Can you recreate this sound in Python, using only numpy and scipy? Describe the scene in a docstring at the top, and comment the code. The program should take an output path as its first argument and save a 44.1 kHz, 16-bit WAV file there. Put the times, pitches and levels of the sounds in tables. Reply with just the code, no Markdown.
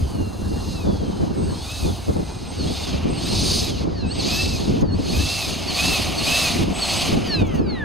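"""An open grass field in the wind; a stereo microphone, and a model jet nearly straight ahead.
Gusts buffet the microphone from the start, while the electric ducted fan whines and rushes some way off.
The jet taxis closer on bursts of throttle, its speed controller whistling as it drives the motor.
In the longer coasts the motor sings a falling note. At the end, close by, the tyres swish through
the grass, the wheels jolt and the fan runs down."""
import sys
import numpy as np
from scipy import signal
from scipy.fft import rfft, irfft
from scipy.io import wavfile
from scipy.ndimage import uniform_filter1d

SR = 44100
rng = np.random.default_rng(int(sys.argv[2]) if len(sys.argv) > 2 else 0)


def generate_wav(sig):
    """Save sig (samples, or channels by samples) to the path in sys.argv[1] as 16-bit PCM at SR."""
    pcm = np.round(np.clip(np.atleast_2d(sig).T, -1, 1) * 32767).astype(np.int16)
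    wavfile.write(sys.argv[1], SR, pcm)


N = 345744
T = np.arange(N) / SR
CRUISE_SPEED, IDLE_SPEED = 200, 125  # shaft turns a second (rps)

# pushes of the stick: opens t/s, rise/s, held no-load speed/rps, eases off t/s, fall/s,
# left at no-load speed/rps, then relative level/dB of switching whistle, blade tone and upper whine
THROTTLE = [(0.0, 0.0, 351, 0.087, 0.034, 297, -73, 8, 7),
            (0.299, 0.099, 305, 0.703, 0.134, 230, -66, -2, 0),
            (0.955, 0.065, 212, 1.225, 0.079, 164, -57, -4, 0),
            (1.333, 0.376, 303, 1.731, 0.238, 166, -46, -7, 0),
            (2.462, 0.219, 268, 2.787, 0.241, 139, -45, -6, 0),
            (3.06, 0.206, 348, 3.542, 0.206, 72, -40.5, -14, 3),
            (4.033, 0.175, 293, 4.49, 0.18, 112, -41, -8, -7),
            (4.905, 0.175, 297, 5.344, 0.257, 141, -49, -6, -7),
            (5.607, 0.132, 300, 5.886, 0.152, 168, -52, -2, -8),
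            (6.138, 0.078, 298, 6.384, 0.186, 143, -41, -2, -8),
            (6.722, 0.1, 253, 6.949, 0.421, 0, -34, -3, -7)]
# the rush at cruising speed as the jet nears and turns: t/s, relative level/dB, intake honk/dB, treble/dB
BEARING = [(0, -58, 10, -4.5), (.28, -56, 0.5, -5.5), (.7, -45.5, -6, -13), (1.0, -44.5, -4, -15),
           (1.4, -41, -5.5, -14), (1.75, -39.5, -3.5, -11.5), (2.12, -38.5, -6.5, -6.5),
           (2.35, -34, -10.5, -16.5), (2.95, -36.5, 3.5, -17.5), (3.3, -34, -2, -18.5),
           (3.62, -31, -5, -16), (4.0, -29, -9.5, -24), (4.3, -27, -5, -21.5), (4.65, -32.5, -6, -18),
           (5.35, -32, -2, -14), (5.8, -28.5, 1, -13), (6.4, -27.5, 2.5, -10.5), (6.95, -26, 0.5, -14),
           (7.4, -28.5, 4, -11.5), (7.84, -22.5, 10, -11)]
# motor hum and tyres grow as the jet rolls up to the microphone: t/s, gain/dB
NEARNESS = [(4, -12), (4.9, -12), (7.3, 0), (7.84, 0)]


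def gain_of(db):
    """Decibels to amplitude."""
    return 10 ** (np.asarray(db) / 20)


def unit_rms(x):
    """Scales to unit rms."""
    return x / np.sqrt(np.mean(x ** 2) + 1e-20)


def curve(rows, t, column=1):
    """One column of a table at the times t."""
    rows = np.asarray(rows, float)
    return np.interp(t, rows[:, 0], rows[:, column])


def spectrum(points, hz):
    """Joins (f/Hz, value) points on a log-frequency axis."""
    f, value = np.transpose(points)
    return np.interp(np.log(hz + 1), np.log(f + 1), value)


def wander(rate_hz):
    """Smooth random drift of unit rms, up to about the given rate."""
    f = np.fft.rfftfreq(N, 1 / SR)
    return unit_rms(irfft(rfft(rng.standard_normal(N)) / (1 + (f / rate_hz) ** 4), N))


def grid(size):
    """Frame times (a row) and bin frequencies (a column) of short-time spectra."""
    hop = size // 4
    return np.arange(N // hop + 5) * hop / SR, np.fft.rfftfreq(size, 1 / SR)[:, None]


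def noise(shape_db, patchy_db, size):
    """Noise shaped in frequency and time, with drifting patches; a flat 0 dB gives about unit rms."""
    t, hz = grid(size)
    real, imag, patches = rng.standard_normal((3, len(hz), len(t)))
    patches = unit_rms(uniform_filter1d(uniform_filter1d(patches, 8, axis=0), 8, axis=1))
    frames = (real + 1j * imag) * gain_of(shape_db + patchy_db * patches)
    return signal.istft(frames, nperseg=size, noverlap=size - size // 4)[1][:N] * np.sqrt(2 / size)


def coloured(colour, patchy_db, size):
    """Patchy noise of unit rms with one overall spectrum."""
    return unit_rms(noise(spectrum(colour, grid(size)[1]), patchy_db, size))


def stereo(one, other, correlation):
    """Left and right with the given correlation, from two unrelated sounds."""
    side = np.sqrt((1 - correlation) / 2) * other
    return np.sqrt((1 + correlation) / 2) * one + np.array([side, -side])


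def tone(hz, blur_rad):
    """A gliding tone of about unit rms, shaken in level and phase by turbulence."""
    flutter = gain_of(2.3 * wander(25) - .5)
    return np.sqrt(2) * np.sin(2 * np.pi * np.cumsum(hz) / SR + blur_rad * wander(98)) * flutter


def resonance(hz, centre_hz, width_hz):
    """Gain of one resonance, 1 at its centre."""
    return 1 / np.sqrt(1 + (2 * (hz - centre_hz) / width_hz) ** 2)


def field():
    """The soft wash of breeze over open grass, all around."""
    wash_colour = [(40, -1), (300, -4), (800, 8.5), (1200, 1), (1800, -7.5), (4000, -35), (8000, -60),
                   (15000, -86)]  # f/Hz, relative level/dB
    washes = [coloured(wash_colour, patchy_db=2.5, size=1024) for _ in range(2)]
    return gain_of(-42.5) * stereo(*washes, correlation=0.81)


def gusting(column):
    """Strength of buffeting (column 1) or rumble (2): the breeze plus a bell-shaped swell for each gust."""
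    # wind between gusts: t/s, buffeting/dB, rumble/dB
    breeze = [(0, -36, -48), (.7, -28, -26), (1.3, -33, -35), (1.7, -37.5, -32), (2.4, -32, -33),
              (3.0, -27.5, -28.5), (3.5, -26, -27), (4.25, -24.5, -31), (4.9, -24, -29), (5.45, -30.5, -34),
              (6.1, -26, -32), (6.9, -27, -34), (7.5, -20.5, -31), (7.84, -26, -31)]
    # gusts on the microphone: t/s, half length/s, buffeting/dB, rumble/dB
    gusts = [(0.01, 0.044, -26, -19), (0.21, 0.061, -23.5, -20.5), (0.493, 0.061, -25.5, -21),
             (0.886, 0.044, -19, -29), (1.075, 0.094, -23.5, -42), (1.232, 0.028, -18, -34),
             (1.43, 0.11, -21.5, -33.5), (1.873, 0.035, -17, -20.5), (2.096, 0.0099, -14, -19.5),
             (2.181, 0.041, -20, -27.5), (2.64, 0.053, -22.5, -32), (2.944, 0.013, -17.5, -24),
             (3.092, 0.042, -17, -24), (3.4, 0.12, -22.5, -29), (3.696, .02, -25, -34),
             (3.86, 0.041, -21.5, -42), (4.055, 0.029, -25, -23.5), (4.48, .08, -24, -23),
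             (4.724, 0.052, -16.5, -33), (4.832, 0.0099, -12.5, -21), (4.973, 0.092, -25, -25.5),
             (5.2, 0.048, -22, -21.5), (5.917, .06, -23.5, -32), (6.643, 0.058, -18.5, -31.5),
             (7.159, 0.039, -14, -39), (7.413, 0.032, -19.5, -22.5), (7.62, 0.071, -19, -43)]
    swells = sum(gain_of(levels[column - 1]) ** 2 * np.exp(-((T - at) / half_length) ** 2)
                 for at, half_length, *levels in gusts)
    return np.sqrt(gain_of(curve(breeze, T, column)) ** 2 + swells)


def wind():
    """Wind on the microphone: a rumble shared by both ports, and gusts that push them against each other."""
    # spectra of rumble and buffeting: f/Hz, relative level/dB
    rumble_colour = [(15, -25), (30, -22), (50, -11), (78, 4), (100, -6), (130, -14), (250, -22),
                     (1000, -55), (15000, -96)]
    buffet_colour = [(30, -10.5), (90, -14.5), (160, -1), (260, -4), (380, -7), (550, -12.5), (900, -23),
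                     (1600, -37.5), (4000, -61), (15000, -126)]
    # how alike the ports are buffeted: f/Hz, left-right correlation
    buffet_correlation = [(40, 0.48), (125, -.05), (250, 0.07), (500, -0.72), (1200, -0.78)]
    rumbles = [coloured(rumble_colour, patchy_db=0.47, size=2048) for _ in range(2)]
    rumble = stereo(*rumbles, correlation=0.85)
    hz = grid(size=1024)[1]
    alike = np.clip(spectrum(buffet_correlation, hz), -.95, .95)
    colour_db = spectrum(buffet_colour, hz)
    common = noise(colour_db + 10 * np.log10(1 + alike), patchy_db=1.4, size=1024)
    opposed = noise(colour_db + 10 * np.log10(1 - alike), patchy_db=1.4, size=1024)
    buffet = unit_rms(np.array([common + opposed, common - opposed]))
    return (rumble * gusting(column=2) * gain_of(-0.2 + 1.07 * wander(17))
            + buffet * gusting(column=1) * gain_of(-1.96 + 2.55 * wander(37.4)))


def tyres():
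    """The tyres swish unevenly through the grass, louder as the jet rolls close."""
    swish_colour = [(300, -10), (1500, 19), (2700, -11), (4300, 8), (5600, -11), (6400, -25), (7500, -40),
                    (11000, -19), (15000, -32)]  # f/Hz, relative level/dB
    swish = coloured(swish_colour, patchy_db=4.3, size=512)
    return swish * gain_of(-50.5 + curve(NEARNESS, T) + 2.2 * wander(25))


def wheels():
    """The landing gear rattles briefly on bumps in the turf."""
    jolts = [(4.813, -42, 0.0046), (7.277, -41, .004), (7.483, -55, 0.027), (7.553, -44, 0.015),
             (7.583, -53, .035)]  # t/s, level/dB, half length/s
    rattle_colour = [(300, -18), (1500, 2), (3100, -41), (5600, -17), (6400, 8), (7300, -18), (11000, -17),
                     (15000, -17)]  # f/Hz, relative level/dB
    shake = sum(gain_of(db) * np.exp(-((T - at) / half_length) ** 2) for at, db, half_length in jolts)
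    return shake * gain_of(4.9 * wander(200)) * coloured(rattle_colour, patchy_db=2.5, size=512)


def dips():
    """Gain of the jet as its level drops abruptly and recovers, mostly at hard gusts."""
    drops = [(3.705, 4), (3.84, 8.5), (4.46, 4), (4.825, 10), (6.635, 7), (7.15, 4.5), (7.425, 6.5),
             (7.595, 8.5)]  # t/s, depth/dB
    fall_s, recovery_s = 0.0078, 0.12
    ages = [(np.maximum(T - at, 0), db) for at, db in drops]
    depth_db = sum(db * np.minimum(age / fall_s, 1) * np.exp(-(age / recovery_s) ** 2) for age, db in ages)
    return gain_of(-depth_db)


def stick():
    """The speed that the throttle asks for: each push ramps up, holds and eases off."""
    corners = []
    previous = THROTTLE[0][2]  # the first push is already held
    for opens, rise, held, eases, fall, left, *_ in THROTTLE:
        corners += [(opens, previous), (opens + rise, held), (eases, held), (eases + fall, left)]
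        previous = left
    times, asked = np.transpose(corners)
    return np.interp(T, np.maximum.accumulate(times), asked)


def per_push(column):
    """One column of the throttle table, held from each push to the next and smoothed."""
    pushes = np.array(THROTTLE)
    latest = np.searchsorted(pushes[1:, 0], T)
    return uniform_filter1d(pushes[latest, column], size=3000)


def shaft(asked):
    """Shaft speed in rps: the motor pulls it up towards the stick; air drag and bearing friction brake it."""
    step_s, pull_s, drag_per_turn, friction_rps_per_s = .004, .1098, .01116, 69
    times = np.arange(0, T[-1] + step_s, step_s)
    speed, speeds = 261, []
    for goal in np.interp(times, T, asked):
        speeds.append(speed)
        pull = max(goal - speed, 0) / pull_s
        speed += step_s * (pull - drag_per_turn * speed ** 2 - friction_rps_per_s)
    return np.interp(T, times, speeds)


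def flow_db(speed):
    """Relative level of the duct's airflow at the microphone: a steep power of the shaft speed."""
    return curve(BEARING, T) + 55.5 * np.log10(speed / CRUISE_SPEED)


def motor(speed):
    """At low speed the magnets hum past the stator; each tone flares in an airframe resonance."""
    # magnetic tones: multiples of the shaft speed; for each, relative level/dB, resonance f/Hz, width/Hz
    orders = [17, 28, 42, 42, 52, 70, 84]
    resonances = [(-41, 1780, 550), (-33, 2600, 520), (-22, 4330, 360), (-33, 1750, 260), (-41, 5000, 700),
                  (-45, 4300, 700), (-30, 4330, 360)]
    slow = np.clip((135 - speed) / 22, 0, 1)
    hum = sum(gain_of(db) * resonance(order * speed, hz, width) ** 1.5
              * tone(order * speed, blur_rad=0.16) * gain_of(2 * wander(27))
              for order, (db, hz, width) in zip(orders, resonances))
    return slow * gain_of(curve(NEARNESS, T)) * hum


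def controller(speed, asked):
    """A switching whistle while the motor is driven, with chirps while current speeds the fan up."""
    switching = [(0, 8230), (1.8, 8165), (3.1, 8115), (5, 8085), (6.8, 8043), (7.84, 8035)]  # the whistle's sagging pitch: t/s, f/Hz
    # switching mixed with rotation: shaft multiples; for each, relative level/dB, resonance f/Hz, width/Hz
    orders = [23, 45, 23]
    resonances = [(9, 4400, 340), (-8, 1760, 220), (1, 4400, 340)]
    off_lead, full_lead = -5, 40  # the whistle fades in with the stick's lead over the shaft, in rps
    hz = curve(switching, T)
    driven = np.clip((asked - speed - off_lead) / (full_lead - off_lead), 0, 1) ** 2
    whistle = driven * gain_of(per_push(column=6) - 4.0 + 0.83 * wander(2.3)) * tone(hz, blur_rad=.25)
    acceleration = uniform_filter1d(np.gradient(speed) * SR, size=2205)
    current = np.sqrt(np.clip((acceleration + 10) / 400, 0, 1))
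    # as the shaft speeds up one sideband falls, the other rises, and a plain shaft multiple rises too
    glides = hz - orders[0] * speed, orders[1] * speed - hz, orders[2] * speed
    chirps = sum(gain_of(db) * resonance(glide, ring_hz, width) ** 2 * tone(glide, blur_rad=.25)
                 for glide, (db, ring_hz, width) in zip(glides, resonances))
    return whistle + current * chirps * gain_of(-35 + 1.25 * (flow_db(speed) + 33))


def fan(speed):
    """Each blade tone swells in one duct resonance, and grows with the flow at the intake."""
    # fan tones: multiples of the shaft speed; for each, relative level/dB, resonance f/Hz, width/Hz
    orders = [12, 15, 18, 24, 36, 60, 76]
    resonances = [(-3, 2580, 240), (-9, 2170, 160), (-5, 3500, 1900), (-5, 4400, 280), (-9.5, 9100, 700),
                  (-13, 12800, 400), (-19, 11200, 300)]
    blade, low, whine, *upper = [
        gain_of(db) * resonance(order * speed, hz, width) * tone(order * speed, blur_rad=0.4)
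        for order, (db, hz, width) in zip(orders, resonances)]
    # the blade-passing tone escapes fully only above the duct's cut-on, and beams out of the intake
    cut_on = np.clip((orders[0] * speed - 2330) / 130, .1, 1)
    beam = gain_of(flow_db(speed) + per_push(column=7) + 5.5)
    overtones = low + whine * gain_of(per_push(column=8)) * speed / CRUISE_SPEED + sum(upper)
    return blade * cut_on * beam + overtones * gain_of(-6.5 + 0.87 * flow_db(speed))


def rush(speed):
    """Turbulent air in the duct: hollow when slow, brighter when fast, coloured by where the jet points."""
    rush_colour = [(250, -37), (700, 1), (900, -12), (1120, -6.5), (1550, -17.5), (2150, -9.5), (2600, -3),
                   (3200, -3.5), (4100, 3.5), (5100, 1), (7500, -10), (9800, -9.5), (12500, -18),
                   (15500, -24.5)]  # f/Hz, relative level/dB
    ripple = [(5670, 295, -7.5), (6330, 510, 4.5), (7100, 220, -1.5)]  # two dips and a peak in that spectrum: f/Hz, width/Hz, gain/dB
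    t, hz = grid(size=512)
    frame_speed = np.interp(t, T, speed)
    decades = np.log10(np.maximum(frame_speed, IDLE_SPEED) / CRUISE_SPEED)
    honk_db = curve(BEARING, t, column=2) - 36 * decades + 5
    treble_db = curve(BEARING, t, column=3) + 8 * decades + 12.5
    scream_db = 3.5 * np.clip((frame_speed - 220) / (258 - 220), 0, 1)  # only near top speed
    shape_db = (spectrum(rush_colour, hz)
                + sum(db * np.exp(-((hz - f) / width) ** 2) for f, width, db in ripple)
                + honk_db * spectrum([(2900, 0.91), (3900, 0.06)], hz)
                + treble_db * spectrum([(5500, 0.07), (9000, 0.89)], hz)
                + scream_db * np.exp(-((hz - 5500) / 1500) ** 2))
    air = stereo(*(noise(shape_db, patchy_db=1.1, size=512) for _ in range(2)), correlation=.984)
    return air * gain_of(flow_db(speed) + 10.5 + 0.76 * wander(34))


def scene():
    """The jet, a touch right of centre, with wind on the microphone and the field behind."""
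    asked = stick()
    speed = shaft(asked)
    running = rush(speed) + fan(speed) + controller(speed, asked) + motor(speed) + tyres()
    jet = running * dips() + wheels()
    return jet * gain_of([[-.25], [.25]]) + wind() + field()


def record(dry):
    """The recorder's band limit."""
    edge_hz = 15750
    lowpass = signal.firwin(511, edge_hz, window=("kaiser", 9), fs=SR)
    return signal.oaconvolve(dry, lowpass[None], "same")


dry = scene()
out = record(dry)
generate_wav(out)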